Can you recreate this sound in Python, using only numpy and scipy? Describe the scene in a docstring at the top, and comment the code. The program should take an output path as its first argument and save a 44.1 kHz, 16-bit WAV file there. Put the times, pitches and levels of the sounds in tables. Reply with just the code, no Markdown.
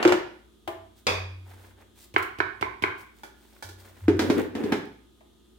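"""Emptying spice from a blender jar

Ground spice goes from a plastic blender jar into a sieve on a stone kitchen worktop. A spoon scrapes
and knocks in the jar and is put down; powder slides out, a palm slaps the jar four times, and the jar
is bumped and twisted back onto its base. Each blow layers a tick, a clack, a ring and a hollow thump;
the rubbing is grainy noise. The worktop booms, an appliance hums and a small hard room rings."""
import sys
import numpy as np
from scipy import signal
from scipy.fft import rfft, irfft, next_fast_len
from scipy.io import wavfile

SR = 44100
rng = np.random.default_rng(int(sys.argv[2]) if len(sys.argv) > 2 else 0)


def dump_mix(stems):
    """Bounce the given channels to the path in sys.argv[1] as a 16-bit WAV at rate SR."""
    frames = np.atleast_2d(stems).T  # one column per channel
    limited = np.clip(frames, -1, 1)  # hard clip at full scale
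    pcm = np.round(limited * 32767).astype(np.int16)
    wavfile.write(sys.argv[1], SR, pcm)


N = 246078
T = np.arange(N) / SR
BLOW_T = T[:SR * 2 // 5]

# tone of the plastic jar, tapped or rubbed: (frequency [Hz], level [dB])
JAR_COLOUR = [(150, -11.5), (300, 3.5), (550, 2.5), (720, 2.5), (880, 3.5), (1200, -3.5), (1500, 0),
              (2200, -4), (3500, -13), (5000, -31.5), (12000, -42)]
# short ring of the jar wall: (frequency [Hz], level [dB], t60 [s])
JAR_MODES = [(850, -2, .09), (930, -4, .08), (1420, 0, .1), (1530, -3, .09), (1710, -2, .08),
             (2300, -5, .06), (3400, -7, .06)]
# bright hiss of powder and sliding contact: (frequency [Hz], level [dB])
HISS_COLOUR = [(1500, -7), (4000, 2), (6000, -2), (9000, -0.5), (11000, -5), (16000, -1)]


def undb(db):
    """Decibels to gain."""
    return 10 ** (np.asarray(db) / 20)


def unit(x):
    """Scale to rms 1."""
    return x / np.sqrt(np.mean(x ** 2))


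def unit_attack(x):
    """Scale to rms 1 over the first 20 ms."""
    return x / np.sqrt(np.mean(x[..., :SR // 50] ** 2))


def decay(t, t60):
    """A fade of 60 dB every t60 seconds."""
    return 1000 ** (-t / t60)


def on_log_axis(points, hz):
    """Read (Hz, value) points on a log-frequency axis."""
    f, value = np.transpose(points)
    return np.interp(np.log(hz + 1), np.log(f), value)


def colour(x, points):
    """Minimum-phase EQ through the (Hz, dB) points."""
    n = 2 * next_fast_len(x.shape[-1] // 2 + 1)
    gain = undb(on_log_axis(points, np.fft.rfftfreq(n, 1 / SR)))
    cepstrum = irfft(np.log(gain))
    cepstrum[1:n // 2] *= 2
    cepstrum[n // 2 + 1:] = 0
    return irfft(rfft(x, n) * np.exp(rfft(cepstrum)))[..., :x.shape[-1]]


def stereo_noise(n, likeness):
    """White noise, from wide (likeness 0) to mono (1)."""
    centre = np.sqrt(likeness) * rng.standard_normal(n)
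    return centre + np.sqrt(1 - likeness) * rng.standard_normal((2, n))


def add(out, s, sound, lead_ms=0):
    """Mix a sound in at time s, the left side lead_ms ahead of the right."""
    stereo = np.broadcast_to(sound, (2, sound.shape[-1]))
    for channel, part, lag_ms in zip(out, stereo, (-lead_ms / 2, lead_ms / 2)):
        i = max(int((s + lag_ms / 1000) * SR), 0)
        channel[i:i + len(part)] += part[:N - i]


def kitchen():
    """Room tone: still air with a faint appliance hum."""
    # rumbling air: (frequency [Hz], level [dB])
    air = [(25, -18.5), (60, 3.5), (130, -7), (230, -6), (350, 2), (550, -17.5), (900, -19.5), (1500, -22),
           (2300, -28.5), (3400, -15), (4800, -27), (9000, -27), (16000, -33.5)]
    # steady hum tones: (frequency [Hz], level [dB])
    tones = [(59.2, -64.5), (220.7, -71), (1238, -84)]
    hum = sum(undb(db) * np.sqrt(2) * np.sin(2 * np.pi * hz * T) for hz, db in tones)
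    return undb(-60) * unit(colour(stereo_noise(N, 0.22), air)) + undb(2.0) * hum


def strokes(rows, attack_s, release_s, arch_db):
    """One envelope per level column: each stroke swells up to its start, peaks half way and lets go."""
    gains = 0
    for start, length, *db in rows:
        attack = 1 + (T - start) / attack_s
        release = 1 - (T - start - length) / release_s
        shape = np.clip(np.minimum(attack, release), 0, 1) ** 2
        progress = np.clip((T - start) / length, 0, 1)
        arch = undb(arch_db * (np.sin(np.pi * progress) - 1.5))
        gains = gains + undb(db)[:, None] * shape * arch
    return gains


def friction(points, gain, grain_db, grains_hz):
    """Countless tiny slips of uneven size, coloured by the rubbed surface."""
    hold = int(SR / grains_hz)
    sizes = np.repeat(undb(grain_db * rng.standard_normal(N // hold + 1)), hold)[:N]
    return unit(colour(stereo_noise(N, 0.48) * sizes, points)) * gain


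def scraping():
    """The spoon drags along the wall, and later the jar grinds round in its seat."""
    # hard drags: (start [s], length [s], hiss [dB], rub [dB], drone [dB])
    scrapes = [(0.0, 0.011, -39.5, -29, -36), (0.04, 0.091, -71, -31.5, -47), (4.19, 0.027, -44, -47, -37),
               (4.24, 0.15, -68, -44, -26.5), (4.385, 0.011, -35, -32, -25),
               (4.56, 0.17, -48.5, -42.5, -32), (4.83, 0.023, -47.5, -71, -46)]
    # low drone of the scraped jar: (frequency [Hz], level [dB])
    drone_colour = [(80, -28.5), (180, -10), (250, 4), (380, 0), (500, -4), (900, -47)]
    hiss, rub, drone = strokes(scrapes, attack_s=.035, release_s=.055, arch_db=1.0)
    return (friction(HISS_COLOUR, hiss, grain_db=-18.5, grains_hz=600)
            + friction(JAR_COLOUR, rub, grain_db=-1, grains_hz=297.5)
            + friction(drone_colour, drone, grain_db=1, grains_hz=118))


def crack(points, t60, likeness, snap_db):
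    """The snap of a contact, then a noise burst for the crowd of short-lived modes it sets off."""
    burst = stereo_noise(len(BLOW_T), likeness) * decay(BLOW_T, t60)
    burst[:, 0] = undb(snap_db) * np.sqrt(np.sum(burst[0] ** 2))
    return unit_attack(colour(burst, points))


def rings(modes, count):
    """The few lasting modes, with fresh phases for each blow and each side."""
    hz, db, t60 = np.transpose(modes)[:, :, None]
    waves = undb(db) * decay(BLOW_T, t60) * np.exp(2j * np.pi * hz * BLOW_T)
    phases = np.exp(2j * np.pi * rng.random((count, 2, len(modes))))
    return [unit_attack((phase @ waves).imag) for phase in phases]


def thump(hz, swell_ms, cavity_db):
    """The floor of the jar: a few cycles that swell and die, leaving the air inside ringing."""
    # air in the jar: (frequency [Hz], level [dB], t60 [s])
    cavity_modes = [(220.6, -11.5, 0.053), (330, -1.5, 0.16), (378, -2.5, 0.23), (412.4, 5, 0.15)]
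    age = 1000 * BLOW_T / swell_ms
    push = unit_attack(age ** 2 * np.exp(-age) * np.sin(2 * np.pi * hz * BLOW_T))
    cavity = sum(undb(db) * decay(BLOW_T, t60) * np.sin(2 * np.pi * f * BLOW_T)
                 for f, db, t60 in cavity_modes)
    return push + undb(cavity_db) * cavity * (1 - np.exp(-age / 2)) ** 2


def boom(t, hz, rise_s, t60):
    """One deep resonance that builds up and dies away."""
    return (1 - np.exp(-t / rise_s)) * decay(t, t60) * np.sin(2 * np.pi * hz * t)


def blows(rows, clack, modes, clack_db, clack_t60, snap_db, ring_db, tick_db, tick_tilt_db, tick_t60,
          thump_db, thump_hz, swell_ms, cavity_db, thud_db, likeness, lead_ms, pan_db, delay_ms,
          sag_hz_per_s=0):
    """Each blow is a contact tick, a clack of the wall, its ring, a hollow thump and a dull thud."""
    # contact tick: (frequency [Hz], level [dB])
    plain_tick = [(1500, -25), (3200, 4.5), (5000, 0.5), (7000, -6.5), (10000, -13.5), (16000, -21.5)]
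    # each kind of blow has its own brighter or duller tick, in dB per octave
    tick_colour = [(hz, db + tick_tilt_db * np.log2(hz)) for hz, db in plain_tick]
    thud = undb(thud_db) * boom(BLOW_T, hz=102, rise_s=.004, t60=.13)
    pan = undb([[pan_db / 2], [-pan_db / 2]])
    out = np.zeros((2, N))
    for (s, wall_db, contact_db, hollow_db), ring in zip(rows, rings(modes, count=len(rows))):
        wall = undb(clack_db) * crack(clack, clack_t60, likeness, snap_db) + undb(ring_db) * ring
        tick = undb(tick_db + contact_db) * crack(tick_colour, tick_t60, likeness, snap_db=-16.5)
        hz = thump_hz - sag_hz_per_s * (s - rows[0][0])
        hollow = undb(hollow_db) * (undb(thump_db) * thump(hz, swell_ms, cavity_db) + thud)
        add(out, s + delay_ms / 1000, (undb(wall_db) * wall + tick) * pan + hollow, lead_ms)
    return out


def spoon_knocks():
    """The spoon rattles against the inside of the hollow jar."""
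    # knocks: (time [s], wall [dB], contact [dB], hollow [dB])
    hits = [(0.026, -17.5, -27, -40), (0.05, -11.5, -34.5, -7.5), (0.075, -16.5, -24, -14),
            (0.092, -20, -43, -31), (0.121, -13.5, -26.5, -45)]
    # spoon on plastic: (frequency [Hz], level [dB])
    clack = [(100, -17.5), (230, 0.5), (500, 8.5), (650, 4), (830, -3), (1200, -1), (1500, -1.5),
             (2000, -3.5), (2900, -4.5), (4000, -16), (6500, -22), (12000, -42)]
    return blows(hits, clack, JAR_MODES, clack_db=-8.0, clack_t60=0.045, snap_db=-23.0, ring_db=-16.5,
                 tick_db=-9.5, tick_tilt_db=1.0, tick_t60=0.072,
                 thump_db=-2.5, thump_hz=346.8, swell_ms=5.14, cavity_db=-12.0, thud_db=-20,
                 likeness=0.58, lead_ms=.27, pan_db=-0.5, delay_ms=1.1)


def jar_rocking():
    """The jar rocks on the worktop with a round, pitched clonk."""
    # touchdowns: (time [s], wall [dB], contact [dB], hollow [dB])
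    hits = [(0.676, -22.5, -41, -30.5), (5.207, -49, -70, -67)]
    # plastic on stone: (frequency [Hz], level [dB])
    clack = [(150, -21), (400, -10), (500, -4.5), (660, 13.5), (830, 2.5), (1000, 7), (1180, -9.5),
             (1500, -4.5), (2100, -4), (3700, -21), (8000, -24)]
    # ring of the rocking jar: (frequency [Hz], level [dB], t60 [s])
    modes = [(339, -9, .25), (657, 2, .38), (835, -2, .22), (1028, -10, .25), (1179, -7, .28),
             (2137, -16, .2)]
    return blows(hits, clack, modes, clack_db=-9.5, clack_t60=0.087, snap_db=-27, ring_db=-13.0,
                 tick_db=-2.5, tick_tilt_db=-16, tick_t60=0.067,
                 thump_db=-5.0, thump_hz=349, swell_ms=6.2, cavity_db=-1.5, thud_db=-10,
                 likeness=0.43, lead_ms=0.22, pan_db=-0.5, delay_ms=0)


def worktop():
    """The worktop's deep resonance blooms after a bump and dies slowly."""
    # bumps: (time [s], level [dB], rise [s])
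    bumps = [(0.677, -47.5, 0.015), (1.064, -22.5, 0.14), (3.639, -41, 0.0078), (4.014, -23.5, 0.052)]
    out = np.zeros((2, N))
    for s, db, rise_s in bumps:
        add(out, s, undb(db) * boom(T[:2 * SR], hz=93.2, rise_s=rise_s, t60=1.245))
    return out


def pressure(rate_hz, wander_db):
    """A hand never presses evenly: a gain that wanders at random."""
    wander = np.interp(T * rate_hz, np.arange(N // 100), rng.standard_normal(N // 100))
    return undb(wander_db * wander)


def powder():
    """Powder slides down the jar, hands brush it, and lumps drop on the mesh."""
    # powder and skin over plastic: (start [s], length [s], hiss [dB], rub [dB])
    rustles = [(0.975, 0.022, -60.5, -63.5), (1.47, 0.24, -61, -55.5), (1.79, 0.03, -64.5, -52),
               (1.97, 0.076, -52.5, -62), (2.99, 0.03, -54.5, -53), (3.17, 0.071, -62, -68),
               (3.37, 0.31, -62.5, -64), (3.797, 0.0099, -52.5, -56), (3.85, 0.21, -63.5, -59)]
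    # lumps landing: (time [s], level [dB])
    lumps = [(2.1807, -47), (2.225, -45)]
    envelopes = strokes(rustles, attack_s=.04, release_s=.04, arch_db=2)
    hiss, rub = envelopes * pressure(rate_hz=28, wander_db=2.5)
    out = friction(HISS_COLOUR, hiss, grain_db=3.0, grains_hz=890)
    out += friction(JAR_COLOUR, rub, grain_db=4.5, grains_hz=151)
    for s, db in lumps:
        add(out, s, undb(db) * crack(HISS_COLOUR, t60=.07, likeness=0.35, snap_db=-14))
    return out


def spoon_drop():
    """The spoon is put down on the worktop: a clatter with a bright ring."""
    # landing: (time [s], clatter [dB], contact [dB], hollow [dB])
    hits = [(1.068, -9, -25.5, -28)]
    # spoon on stone: (frequency [Hz], level [dB])
    clack = [(100, 1), (200, -3), (400, 6.5), (500, 9), (800, 6), (1100, 6.5), (1400, 2), (2000, 1.5),
             (2500, 7), (3000, -10.5), (3500, 4.5), (4200, -15), (4700, -1.5), (6200, -12.5), (8000, -21),
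             (14000, -27.5)]
    # ring of the spoon: (frequency [Hz], level [dB], t60 [s])
    modes = [(490, -6, .25), (759, -3, .28), (1050, -6, .25), (2455, -2, .58), (2515, -3, .4),
             (2576, -1, .4), (3470, -8, .4), (3540, -8, .38), (4686, -3, .33), (4770, -8, .26),
             (6200, -11, .25)]
    return blows(hits, clack, modes, clack_db=-13, clack_t60=0.32, snap_db=-11, ring_db=-21.5,
                 tick_db=-2.5, tick_tilt_db=-3, tick_t60=0.053,
                 thump_db=-13.0, thump_hz=240, swell_ms=3.2, cavity_db=-10, thud_db=-10,
                 likeness=0.46, lead_ms=.38, pan_db=-1.5, delay_ms=0.29)


def slapping():
    """A hand slaps the upturned jar in a flam: light fingers first, then the palm."""
    # slaps: (time [s], palm [dB], finger lead [s], fingers [dB])
    slaps = [(2.162, -10.5, 0.022, -32.5), (2.402, -14, .016, -31.5), (2.625, -16.5, .014, -27),
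             (2.837, -13.5, 0.014, -23)]
    # fingers on plastic: (frequency [Hz], level [dB])
    finger_clack = [(100, 2.5), (400, 15.5), (800, 4.5), (1500, -2), (2300, 6.5), (3100, 3), (4200, -9.5),
                    (7000, -21.5), (14000, -42)]
    # palm on plastic: (frequency [Hz], level [dB])
    palm_clack = [(60, -10.5), (110, -13), (170, -20.5), (400, -31.5), (650, -6), (850, -2), (1020, 11),
                  (1230, -3), (1500, 6.5), (1850, -2.5), (2200, 1.5), (2800, -11.5), (4000, -20.5),
                  (6000, -41), (12000, -47.5)]
    # ring of the slapped jar: (frequency [Hz], level [dB], t60 [s])
    modes = [(980, 1, .22), (1065, 2, .26), (1500, -4, .28), (1550, -5, .2), (1740, -7, .25),
             (2130, -4, .25), (2240, -4, .25)]
    # the fingers always jolt the jar alike; every layer of the palm follows its strength
    touches = [(s - ahead, db, db, 0) for s, _, ahead, db in slaps]
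    palms = [(s, db, db, db) for s, db, _, _ in slaps]
    fingers = blows(touches, finger_clack, modes, clack_db=-12.5, clack_t60=0.12, snap_db=-8.0,
                    ring_db=-19.0, tick_db=-22.0, tick_tilt_db=6.0, tick_t60=0.064,
                    thump_db=-48.5, thump_hz=315, swell_ms=2.5, cavity_db=-9, thud_db=-32,
                    likeness=0.14, lead_ms=-.3, pan_db=-4.5, delay_ms=0.44)
    palm = blows(palms, palm_clack, modes, clack_db=-7.5, clack_t60=0.026, snap_db=-3.5, ring_db=-21,
                 tick_db=-30.5, tick_tilt_db=-7.5, tick_t60=0.069,
                 thump_db=-15.5, thump_hz=368, swell_ms=2.1, cavity_db=-18, thud_db=-37.5,
                 likeness=0.24, lead_ms=-.38, pan_db=-2.5, delay_ms=0.91)
    return fingers + palm


def jar_taps():
    """Light taps on the jar as it is carried back."""
    # taps: (time [s], wall [dB], contact [dB], hollow [dB])
    hits = [(3.233, -33, -46.5, -46), (3.624, -31.5, -38.5, -58), (3.688, -41.5, -45, -45)]
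    return blows(hits, JAR_COLOUR, JAR_MODES, clack_db=-13, clack_t60=0.12, snap_db=-74, ring_db=-10.5,
                 tick_db=-5.0, tick_tilt_db=6.5, tick_t60=0.17,
                 thump_db=-7, thump_hz=342, swell_ms=3.8, cavity_db=0, thud_db=-14,
                 likeness=0.06, lead_ms=0.12, pan_db=-2.0, delay_ms=1.0)


def jar_seating():
    """The jar knocks into its base; each thump is lower in pitch as it is pressed down."""
    # knocks: (time [s], wall [dB], contact [dB], hollow [dB])
    hits = [(4.081, -20, -40.5, -9), (4.192, -16, -28.5, -21.5), (4.22, -26.5, -39, -25.5),
            (4.299, -17.5, -32.5, -12), (4.551, -28.5, -44, -27), (4.637, -36, -45, -19.5),
            (4.721, -16.5, -34, -17.5)]
    return blows(hits, JAR_COLOUR, JAR_MODES, clack_db=-9.5, clack_t60=0.11, snap_db=-13.5,
                 ring_db=-22.5, tick_db=-4.0, tick_tilt_db=1.0, tick_t60=0.13,
                 thump_db=-4.0, thump_hz=310.6, swell_ms=2.35, cavity_db=-1.5, thud_db=-13.5,
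                 likeness=0.38, lead_ms=0.083, pan_db=-1.6, delay_ms=0.43, sag_hz_per_s=65)


def room(x, wet_db, build_s, mono_below_hz):
    """Dense echoes off tiles and stone; the bass is alike on both sides, the treble dies first."""
    # reverb time by band: (frequency [Hz], t60 [s])
    bands = [(100, 0.63), (350, 0.44), (1000, 0.5), (2200, 0.52), (5000, 0.48), (9000, 0.27), (16000, 0.32)]
    t = T[:SR * 3 // 4]
    hz = np.fft.rfftfreq(len(t), 1 / SR)
    mid, side = rfft(rng.standard_normal((2, len(t))))
    likeness = 1 / (1 + (hz / mono_below_hz) ** 4)
    mid *= np.sqrt((1 + likeness) / 2)
    side *= np.sqrt((1 - likeness) / 2)
    echoes = np.array([mid + side, mid - side]) * undb(on_log_axis(wet_db, hz))
    centres, t60s = np.transpose(bands)
    response = 0
    for band, t60 in zip(np.eye(len(centres)), t60s):
        band_echoes = irfft(echoes * on_log_axis(list(zip(centres, band)), hz), len(t))
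        fade = decay(t, t60) * (1 - np.exp(-t / build_s))
        response = response + band_echoes * fade / np.sqrt(np.sum(fade ** 2))
    return signal.fftconvolve(x, response, axes=1)[:, :N]


def scene():
    """The handling noises and their reverb, over worktop booms and room tone."""
    impacts = spoon_knocks() + jar_rocking() + spoon_drop() + slapping() + jar_taps() + jar_seating()
    direct = impacts + powder() + scraping()
    echoes = room(direct, wet_db=[(100, -1.5), (350, -4.5), (1500, -3.5), (5000, -5), (14000, -3)],
                  build_s=0.006, mono_below_hz=520)
    return direct + echoes + worktop() + kitchen()


def record(dry):
    """A gentle low cut and a steep high cut trim the deepest bass and the top."""
    low_cut = signal.butter(2, 45, "highpass", fs=SR, output="sos")
    high_cut = signal.ellip(10, .2, 70, 16200, fs=SR, output="sos")
    return signal.sosfilt(high_cut, signal.sosfilt(low_cut, dry))


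dry = scene()
out = record(dry)
dump_mix(out)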